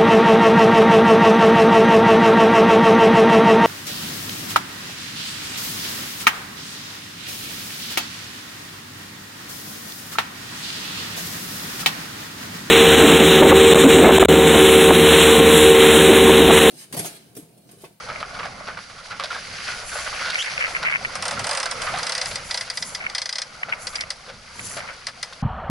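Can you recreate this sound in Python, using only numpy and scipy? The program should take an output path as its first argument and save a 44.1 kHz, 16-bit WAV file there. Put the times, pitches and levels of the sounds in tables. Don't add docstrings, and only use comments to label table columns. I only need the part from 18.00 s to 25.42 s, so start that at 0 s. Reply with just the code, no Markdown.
import sys
import numpy as np
from scipy import signal
from scipy.fft import rfft, irfft, next_fast_len
from scipy.io import wavfile
from scipy.ndimage import uniform_filter1d, map_coordinates

SR = 44100
rng = np.random.default_rng(int(sys.argv[2]) if len(sys.argv) > 2 else 0)


def materialize(psi):
    bounded = np.clip(np.atleast_2d(psi).T, -1, 1)
    quanta = np.round(bounded * 32767).astype(np.int16)
    wavfile.write(sys.argv[1], SR, quanta)


N = 327222
TIME = np.arange(N) / SR

# start in seconds, level in dB, ping frequency in Hz.
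PAWL_CLICKS = [(3.1537, -24, 5190), (3.2243, -21, 5470), (3.254, -20.5, 5430), (3.2811, -20, 5080),
               (3.31, -21.5, 4970), (3.3937, -22, 5040), (3.442, -22.5, 4670), (3.469, -20, 4930),
               (3.492, -19.5, 4880), (3.511, -14.5, 4900), (3.5314, -23, 4910), (3.55, -22, 5000),
               (3.5728, -15.5, 4760), (3.6007, -18.5, 5230), (3.6297, -16, 5100), (3.6576, -18, 4450),
               (3.712, -18, 5360), (3.8182, -22, 4830), (3.9863, -24.5, 4550), (4.0306, -17.5, 4880),
               (4.0672, -17, 5080), (4.0946, -16, 5200), (4.1208, -15, 5270), (4.1503, -13, 4650),
               (4.1789, -14, 5160), (4.214, -8, 4780), (4.2572, -19, 4940), (4.357, -15.5, 4920),
               (4.5098, -12, 4980), (4.5436, -12, 4620), (4.5745, -15, 5260), (4.6096, -15.5, 4880),
               (4.7002, -14.5, 4580), (4.773, -15, 4840), (4.8243, -15, 5120), (4.9486, -18.5, 4790),
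               (5.0978, -28.5, 4760), (5.1492, -10.5, 4850), (5.1815, -12, 4380), (5.217, -15.5, 5030),
               (5.2567, -18, 4730), (5.2916, -17.5, 4800), (5.3267, -16.5, 5140), (5.3556, -18, 5100),
               (5.3834, -14.5, 5230), (5.4178, -16.5, 5060), (5.8696, -17, 4580), (5.9559, -16, 4880),
               (6.0076, -18.5, 5270), (6.104, -12.5, 4850), (7.0684, -15.5, 4940), (7.2285, -16, 5000)]
# frequency in Hz, level in dB, 60 dB decay time in seconds.
BLOCK_MODES = [(2005, -1.5, 0.082), (3280, -10, .04), (4190, 1.5, 0.042), (4470, -8, 0.068),
               (4710, -5, 0.028), (5030, -4, 0.091), (5850, -1, 0.046)]
# time in seconds, facing from 0 to 1.
FACING_BLOCK = [(3.15, 1), (3.55, 1), (3.65, 0.6), (3.85, .9), (4.2, 0.46), (4.35, 0.3), (4.55, 0.35),
                (4.9, 0.01), (7.4, 0.33)]
# time in seconds, rubbing level in dB.
HAUL_LEVEL = [(0, -43), (.9, -47), (1.3, -41.5), (1.7, -34), (1.86, -41.5), (2, -36), (2.42, -33.5),
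              (2.8, -38.5), (3.12, -40), (3.3, -37), (3.65, -40.5), (3.85, -36), (4.25, -36), (4.45, -40),
              (5.3, -46), (6.4, -48), (6.76, -41.5), (7, -47)]
# time in seconds, pitch in Hz, level in dB.
SQUEAL_CURVES = [
    [(2.22, 1394, -29), (2.245, 1540, -31), (2.275, 1530, -25), (2.3, 1586, -31), (2.315, 1521, -32),
     (2.335, 1560, -42), (2.35, 1634, -24), (2.375, 1710, -57)],
    [(2.375, 2704, -40), (2.395, 3000, -20), (2.412, 2980, -19.5), (2.425, 3550, -22), (2.44, 3870, -47)],
]
# start in seconds, end in seconds, level in dB.
SLEEVE_STROKES = [(1.664, 1.888, -46), (1.885, 2.06, -33.5), (2.1, 2.153, -37), (2.382, 2.42, -27),
                  (2.687, 2.764, -40), (3.805, 3.994, -40), (4.0, 4.24, -48), (4.255, 4.337, -32),
                  (4.448, 4.625, -38), (4.753, 4.964, -35.5), (5.792, 5.998, -41.5), (6.557, 6.62, -42),
                  (6.614, 6.781, -33)]
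# start in seconds, level in dB, cavity resonance in Hz,
# scrape level in dB relative to the blow, 60 dB decay time in seconds.
COCKPIT_KNOCKS = [(0.086, -27.5, 1244, -11, 0.26), (0.228, -15, 1234, -15, 0.05),
                  (0.39, -22, 1206, -14, 0.11), (0.432, -26, 1180, -13, 0.13),
                  (0.452, -24.5, 705, -11, 0.08), (0.669, -27.5, 1470, -12, 0.24),
                  (0.772, -25.5, 1493, -14.5, 0.12), (1.105, -26.5, 1394, -11, 0.19),
                  (1.197, -13.5, 1190, -9.5, 0.089), (1.237, -21, 648, 0.5, 0.081),
                  (1.303, -25, 1370, -6, 0.18), (1.347, -28, 1566, -6, 0.16), (1.67, -28.5, 1460, -9, 0.53),
                  (1.917, -29, 1510, -6, 0.2), (1.951, -25, 567, -20, 0.13), (1.968, -24.5, 1500, -8, 0.14),
                  (2.062, -23.5, 1504, -9.5, 0.12), (2.207, -25, 1257, -23, 0.15),
                  (2.246, -26.5, 1470, -4, 0.4), (2.3, -23, 1480, 7, 0.074), (2.343, -27, 1580, 6, 0.041),
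                  (2.828, -17.5, 1440, -8.5, 0.11), (2.9, -23, 1553, -9, 0.12),
                  (3.375, -23, 1403, -22, 0.055), (3.656, -17, 1600, -11, 0.082),
                  (3.869, -17, 1230, -19, 0.13), (3.939, -16.5, 754, -10, 0.13),
                  (4.312, -28, 602, 0, 0.099), (5.685, -28.5, 633, -24, 0.076),
                  (5.725, -33, 1414, -25, 0.23), (6.28, -35, 546, -5, 0.24), (6.767, -24, 629, -8, 0.12),
                  (6.885, -31, 1490, -26, 0.18), (7.084, -21, 1660, -6, 0.055),
                  (7.325, -33, 1440, -0.5, 0.059)]
# start in seconds, length in seconds (0 is one snap), slip level in dB.
CREAK_BOUTS = [(0.1603, 0.0011, -14), (0.4328, 0.0024, -9), (2.333, .065, -12.5), (2.4612, 0.08, -17.5),
               (2.58, 0.0061, -1), (2.595, 0.08, -9.5), (2.751, 0.022, -7.5), (2.8517, 0.12, -4.5),
               (3.0504, 0.011, -7.5), (5.005, 0.066, -18.5), (5.0676, 0, -8), (5.6338, 0.00069, -2),
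               (5.7256, 0.015, -6.5), (5.948, 0.095, -15), (6.5957, 0.0069, -11.5), (6.806, 0.0034, -14),
               (6.878, 0.03, -23)]
# time in seconds, left minus right level in dB.
LISTENER_TURN = [(0, -1), (1.2, -1.5), (1.8, -0.3), (2.3, -1), (2.8, 0.5), (3.7, -2), (4.3, -.3),
                 (4.8, 0.5), (5.3, 0.8), (5.8, 0), (6.7, 0.5), (7.4, 0.7)]

# time in seconds, level in dB.
WASH_LEVEL = [(0, -37), (.2, -37), (.4, -37), (.66, -39.5), (.85, -45.5), (1.3, -41), (1.85, -39.5),
              (2, -36), (2.55, -35), (3.05, -35.5), (3.7, -32.5), (3.85, -28.5), (4.2, -36), (4.7, -42),
              (5.1, -38), (5.3, -48), (5.8, -38), (6.35, -49.5), (6.85, -36.5), (7.05, -48.5),
              (7.42, -46.5)]
WIND_LEVEL = [(0, -52), (.5, -55), (1.2, -59), (1.85, -50.5), (2.5, -55), (2.8, -50), (3.2, -53.5),
              (3.97, -46), (4.13, -64), (4.32, -46), (4.6, -54), (5.05, -53), (5.3, -61.5), (6.05, -55),
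              (7.42, -59)]
HULL_BOOM_LEVEL = [(0, -42), (.6, -45.5), (.85, -50), (1.15, -48.5), (2.3, -47.5), (2.48, -53),
                   (2.8, -45.5), (3.22, -43.5), (3.4, -34.5), (3.58, -51.5), (3.92, -41), (4.1, -47.5),
                   (5.02, -47), (5.3, -57), (5.8, -49), (6.55, -52.5), (6.77, -43), (6.9, -54)]

# frequency in Hz, relative spectral density in dB.
SHEAVE_SPECTRUM = [(900, -43.5), (1500, -4), (2000, 0.5), (2800, -10), (3400, -0.5), (4400, -6),
                   (4900, 6.5), (5500, -3), (6000, -3.5), (7000, -13), (10000, -17)]
STEEL_SPECTRUM = [(4000, -4), (6500, 5), (7600, 1), (8300, 9.5), (8750, 11), (9300, -9.5), (10200, 9),
                  (11000, -27)]
DECK_SPECTRUM = [(200, -42), (390, -39), (510, 4.5), (900, 3), (1350, 3.5), (1800, -1.5), (2800, -3.5),
                 (5000, -14)]
ROPE_SPECTRUM = [(700, -29), (1500, -3.5), (2200, -5.5), (3000, 0.5), (3800, -0.5), (4700, 6), (5400, 1.5),
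                 (6100, 0.5), (7200, -9), (8600, -11), (9400, -13), (10100, -4.5), (11000, -12)]
CHAFE_SPECTRUM = [(900, -28), (1500, 2.5), (2100, 3.5), (2900, -2), (3600, -13), (5000, -10), (8000, -47)]
CLOTH_SPECTRUM = [(3000, -40), (6000, 6.5), (6700, 3.5), (7200, 8.5), (7800, 1.5), (8700, 1.5), (9400, 1.5),
                  (10100, 9), (11000, 5)]
WOOD_SPECTRUM = [(150, -36), (370, -15.5), (540, -1), (900, -2.5), (1400, 4), (1800, -1.5), (2200, -1.5),
                 (3000, -8.5), (6000, -37)]
SCRAPE_SPECTRUM = [(1200, -27), (2300, 0.5), (3400, 12.5), (4800, 12.5), (6200, 2.5), (7500, -6.5),
                   (11000, -6)]
CASE_SPECTRUM = [(250, -30), (600, -19), (1300, -6.5), (1800, -3), (2200, 4), (2500, -3), (3100, -12),
                 (4000, -42), (9000, -35)]
WATER_SPECTRUM = [(150, -15), (330, -15.5), (520, -1), (720, -1), (950, -4.5), (1220, 0.5), (1450, 3),
                  (1750, -9.5), (2150, 0.5), (2900, -16), (5000, -24.5), (10000, -38)]
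WIND_SPECTRUM = [(12, -2), (25, -2.5), (45, -2.5), (80, -2), (130, -24), (400, -32.5)]
HULL_SPECTRUM = [(50, -16), (100, 3), (170, 3), (230, -1), (320, -10), (500, -8.5), (1000, -56.5)]


def ratchet():
    s, db, ping_hz = np.transpose(PAWL_CLICKS)
    facing = np.interp(s, *np.transpose(FACING_BLOCK))
    tick_db = db - 21.5 + 14 * facing
    thud_db = db - 16 + 17.5 * facing
    snap = bursts(s - 0.0003, db + 2, t60_s=0.0185, attack_s=0.00089)
    clack_tail = bursts(s + 0.0018, db - 8.5, t60_s=0.074, attack_s=0.00029)
    clack = coloured(hiss(side_db=-12) * (snap + clack_tail), SHEAVE_SPECTRUM)
    crack = bursts(s - 0.0005, tick_db + 6, t60_s=0.00888, attack_s=0.00018)
    tick_tail = bursts(s, tick_db - 7, t60_s=0.1184, attack_s=0.00065)
    tick = coloured(hiss(side_db=-2.5) * (crack + tick_tail), STEEL_SPECTRUM)
    deck_envelope = bursts(s + 0.00037, thud_db, t60_s=0.1073, attack_s=0.0012)
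    thud = coloured(hiss(side_db=-10.5) * deck_envelope, DECK_SPECTRUM)
    return pawl_ring(s, db - 2.5 + facing, ping_hz, tick_db) + clack + tick + thud


def pawl_ring(s, db, ping_hz, tick_db):
    hz, mode_db, t60 = np.transpose(BLOCK_MODES)[:, :, None]
    ring, t = np.zeros((2, N)), np.arange(SR // 8) / SR
    rope_damping = 0.55 + 0.75 * np.exp(-t / 0.005)
    draws = rng.standard_normal((len(s), 4, len(BLOCK_MODES), 1))
    for start, ring_db, ping, spring_db, draw in zip(s, db, ping_hz, tick_db, draws):
        size, detune, onset_phase, ear_phase = draw
        strength = amp(mode_db - 2.5 + 2 * size - 60 * t / t60)
        phase = 2 * np.pi * (hz * (1 + 0.012 * detune) * t + onset_phase)
        modes = np.array([np.sum(strength * np.sin(phase + ear * 0.39 * ear_phase), 0)
                          for ear in (-1, 1)])
        tooth = amp(2.5 - 60 * t / 0.054) * np.sin(2 * np.pi * ping * t)
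        spring = amp(spring_db + 4 - 60 * t / 0.017) * fuzzy_tone(np.full(len(t), 8720), width_hz=160)
        block = (1 - np.exp(-t / 0.0013)) * amp(ring_db) * (modes + tooth)
        add(ring, start, rope_damping * (block + spring))
    return signal.sosfilt(signal.butter(4, 1300, "high", fs=SR, output="sos"), ring)


def rope_rubbing():
    rope_db = curve(HAUL_LEVEL)
    fibres = hiss(side_db=-6.5) * grain(depth_db=1.4, rate=490)
    catches = hiss(side_db=-6) * grain(depth_db=3.6, rate=160)
    chafe_db = rope_db - 2.5 + 0.51 * (rope_db + 39) + 1.3 * wobble(25.13)
    rub = amp(rope_db - 0.5 + 1.3 * wobble(35)) * coloured(fibres, ROPE_SPECTRUM)
    return rub + amp(chafe_db) * coloured(catches, CHAFE_SPECTRUM)


def rope_squeal():
    squeal = np.zeros(N)
    for rows in SQUEAL_CURVES:
        s, hz, db = np.transpose(rows)
        t = np.arange(s[0], s[-1], 1 / SR)
        pitch = np.interp(t, s, hz)
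        core = np.sin(2 * np.pi * (np.cumsum(pitch) / SR + rng.random()))
        fundamental = 0.2 * core + 0.9 * fuzzy_tone(pitch, width_hz=0.25 * hz[0])
        octave = amp(-11) * fuzzy_tone(2 * pitch, width_hz=1900)
        add(squeal, s[0], amp(np.interp(t, s, db)) * (fundamental + octave))
    return squeal


def jacket_swish(edge_s=0.032):
    strokes = sum(amp(db) * (np.tanh((TIME - start) / edge_s) - np.tanh((TIME - end) / edge_s)) / 2
                  for start, end, db in SLEEVE_STROKES)
    weave = hiss(side_db=-2) * grain(depth_db=2, rate=500)
    return strokes * amp(2.2 * wobble(40)) * coloured(weave, CLOTH_SPECTRUM)


def cockpit_knocks():
    s, db, hollow_hz, scrape_db, decay_s = np.vstack([COCKPIT_KNOCKS, gear_bumps(count=24)]).T
    hollow, contact, t = np.zeros(N), np.zeros(N), np.arange(SR // 6) / SR
    for start, blow_db, hz, t60 in zip(s, db, hollow_hz, decay_s):
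        envelope = amp(blow_db - 4.5 - 60 * t / t60) * (1 - np.exp(-t / 0.00057))
        add(hollow, start, envelope * fuzzy_tone(np.full(len(t), hz), width_hz=160))
        hardness = min(0.082 / t60, 1.6)
        add(contact, start + 0.00105, amp([blow_db + 12]) * hardness)
    grit = grain(depth_db=2.9, rate=400)
    thud = hiss(side_db=-8) * grit * bursts(s, db, decay_s, attack_s=0.0056)
    scrape = hiss(side_db=-16) * grit * bursts(s, db + scrape_db, decay_s * 1.02, attack_s=0.00083)
    return hollow + coloured(contact + thud, WOOD_SPECTRUM) + coloured(scrape, SCRAPE_SPECTRUM)


def gear_bumps(count, hollow_hz=1420, scrape_db=-6.5, t60_s=0.15):
    s = (np.arange(count) + rng.random(count)) * TIME[-1] / count
    scatter_db, detune = rng.standard_normal((2, count))
    db = np.interp(s, *np.transpose(WASH_LEVEL)) + 6.5 + scatter_db
    hz = hollow_hz * np.exp(0.12 * detune)
    return np.column_stack([s, db, hz, np.full(count, scrape_db), np.full(count, t60_s)])


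def case_creak():
    s, db = slip_train().T
    snaps = np.zeros(N)
    for start, slip_db in zip(s, db):
        add(snaps, start, amp([slip_db]))
    slips = bursts(s - 0.002, db - 3, t60_s=0.018, attack_s=0.00041)
    dragging = bursts(s - 0.004, db - 9, t60_s=0.029, attack_s=0.002)
    flexing = rng.standard_normal((2, N)) * np.hypot(slips, dragging)
    flexing[1] += amp(3) * snaps
    return coloured(spread(amp(-11.5) * flexing, side_db=6.5), CASE_SPECTRUM)


def slip_train(count=40, gap_s=0.007, jitter=0.35, scatter_db=3):
    rows = []
    draws = rng.standard_normal((len(CREAK_BOUTS), 2, count))
    for (start, length, db), (stretch, size) in zip(CREAK_BOUTS, draws):
        gaps = gap_s * np.exp(jitter * stretch)
        delay = np.cumsum(gaps) - gaps
        rows.append(np.column_stack([start + delay, db + scatter_db * size])[delay <= length])
    return np.concatenate(rows)


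def water_wash():
    gurgle = spread([bubbles(), bubbles()], side_db=-30)
    rush = amp(-4.5) * coloured(hiss(side_db=-2.5), WATER_SPECTRUM)
    bubbling = amp(-5.5) * unit(coloured(gurgle, WATER_SPECTRUM))
    return amp(curve(WASH_LEVEL) + wobble(30)) * (rush + bubbling)


def bubbles(count=3500, pitch_hz=1189, scatter=0.566, cycles=8.7):
    start, rank = rng.random((2, count, 1))
    hz = np.clip(pitch_hz * np.exp(scatter * rng.standard_normal((count, 1))), 300, 6000)
    n = np.arange(600)
    age = hz * n / SR / cycles
    strength = amp(-3.5 * np.log(rank + 0.025))
    tones = strength * age * np.exp(-3 * age) * np.sin(2 * np.pi * cycles * age * (1 + 0.062 * age))
    positions = (start * N).astype(int) + n
    return unit(np.bincount(positions.ravel(), tones.ravel(), N + len(n))[:N])


def wind(gust_db=1.5, gusts_per_s=7):
    level_db = curve(WIND_LEVEL) + 1.5 + gust_db * wobble(gusts_per_s)
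    return amp(level_db) * coloured(hiss(side_db=-37), WIND_SPECTRUM)


def hull_boom():
    level_db = curve(HULL_BOOM_LEVEL) - 2 + 2.5 * wobble(14)
    return amp(level_db) * coloured(hiss(side_db=-17), HULL_SPECTRUM)


def amp(db):
    return 10 ** (np.asarray(db) / 20)


def unit(x):
    return x / np.sqrt(np.mean(x ** 2) + 1e-20)


def curve(rows):
    return np.interp(TIME, *np.transpose(rows))


def wobble(rate):
    return map_coordinates(rng.standard_normal(4096), [TIME * rate], mode="wrap")


def grain(depth_db, rate):
    return unit(amp(depth_db * wobble(rate)))


def add(track, s, sound):
    part = track[..., max(round(s * SR), 0):][..., :sound.shape[-1]]
    part += sound[..., :part.shape[-1]]


def coloured(x, spectrum, size=8192):
    hz, db = np.transpose(spectrum)
    gain = amp(np.interp(np.log(np.fft.rfftfreq(size, 1 / SR) + 1), np.log(hz), db))
    cepstrum = irfft(np.log(gain))
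    cepstrum[1:size // 2] *= 2
    cepstrum[size // 2 + 1:] = 0
    response = irfft(np.exp(rfft(cepstrum)))
    return signal.oaconvolve(x, response[None] / np.linalg.norm(response), axes=1)[:, :N]


def spread(pair, side_db):
    mid, side = pair[0], amp(side_db) * pair[1]
    return np.array([mid + side, mid - side])


def hiss(side_db):
    return spread(rng.standard_normal((2, N)), side_db)


def bursts(times, levels_db, t60_s, attack_s):
    power, t = np.zeros(N), np.arange(SR // 4) / SR
    for s, db, t60 in np.broadcast(times, levels_db, t60_s):
        add(power, s, (amp(db - 60 * t / t60) * (1 - np.exp(-t / attack_s))) ** 2)
    return np.sqrt(power)


def fuzzy_tone(hz, width_hz):
    t = np.arange(len(hz)) / SR
    a, b = (map_coordinates(knots, [t * width_hz], mode="wrap")
            for knots in rng.standard_normal((2, 256)))
    phase = 2 * np.pi * np.cumsum(hz) / SR
    return a * np.sin(phase) + b * np.cos(phase)


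def scene():
    boat = water_wash() + cockpit_knocks() + ratchet() + rope_rubbing()
    boat += spread([rope_squeal(), rope_squeal()], side_db=-13)
    turn_db = curve(LISTENER_TURN)
    boat *= amp([turn_db / 2, -turn_db / 2])
    rumble = (wind() + hull_boom()) * amp([[-0.7], [0.7]])
    return boat + rumble + jacket_swish() + case_creak()


def limiter(x, threshold_db, release_s, ratio):
    level = np.sqrt(np.abs(uniform_filter1d(np.mean(x, 0) ** 2, size=130)) + 1e-12)
    cut_db = np.maximum(20 * np.log10(level) - threshold_db, 0) * (1 - 1 / ratio)
    fade = TIME / release_s
    held_db = np.maximum.accumulate(cut_db * np.exp(fade)) * np.exp(-fade)
    return x * amp(-uniform_filter1d(held_db, size=70))


def record(dry):
    held = limiter(dry, threshold_db=-24.5, release_s=0.027, ratio=3)
    size, cutoff_hz = next_fast_len(N + 8192), 11080
    hz = np.fft.rfftfreq(size, 1 / SR)
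    low_pass = amp(-np.clip((hz - cutoff_hz) / 16, 0, 100))
    return irfft(rfft(held, size) * low_pass, size)[:, :N]


dry = scene()
out = record(dry)
materialize(out)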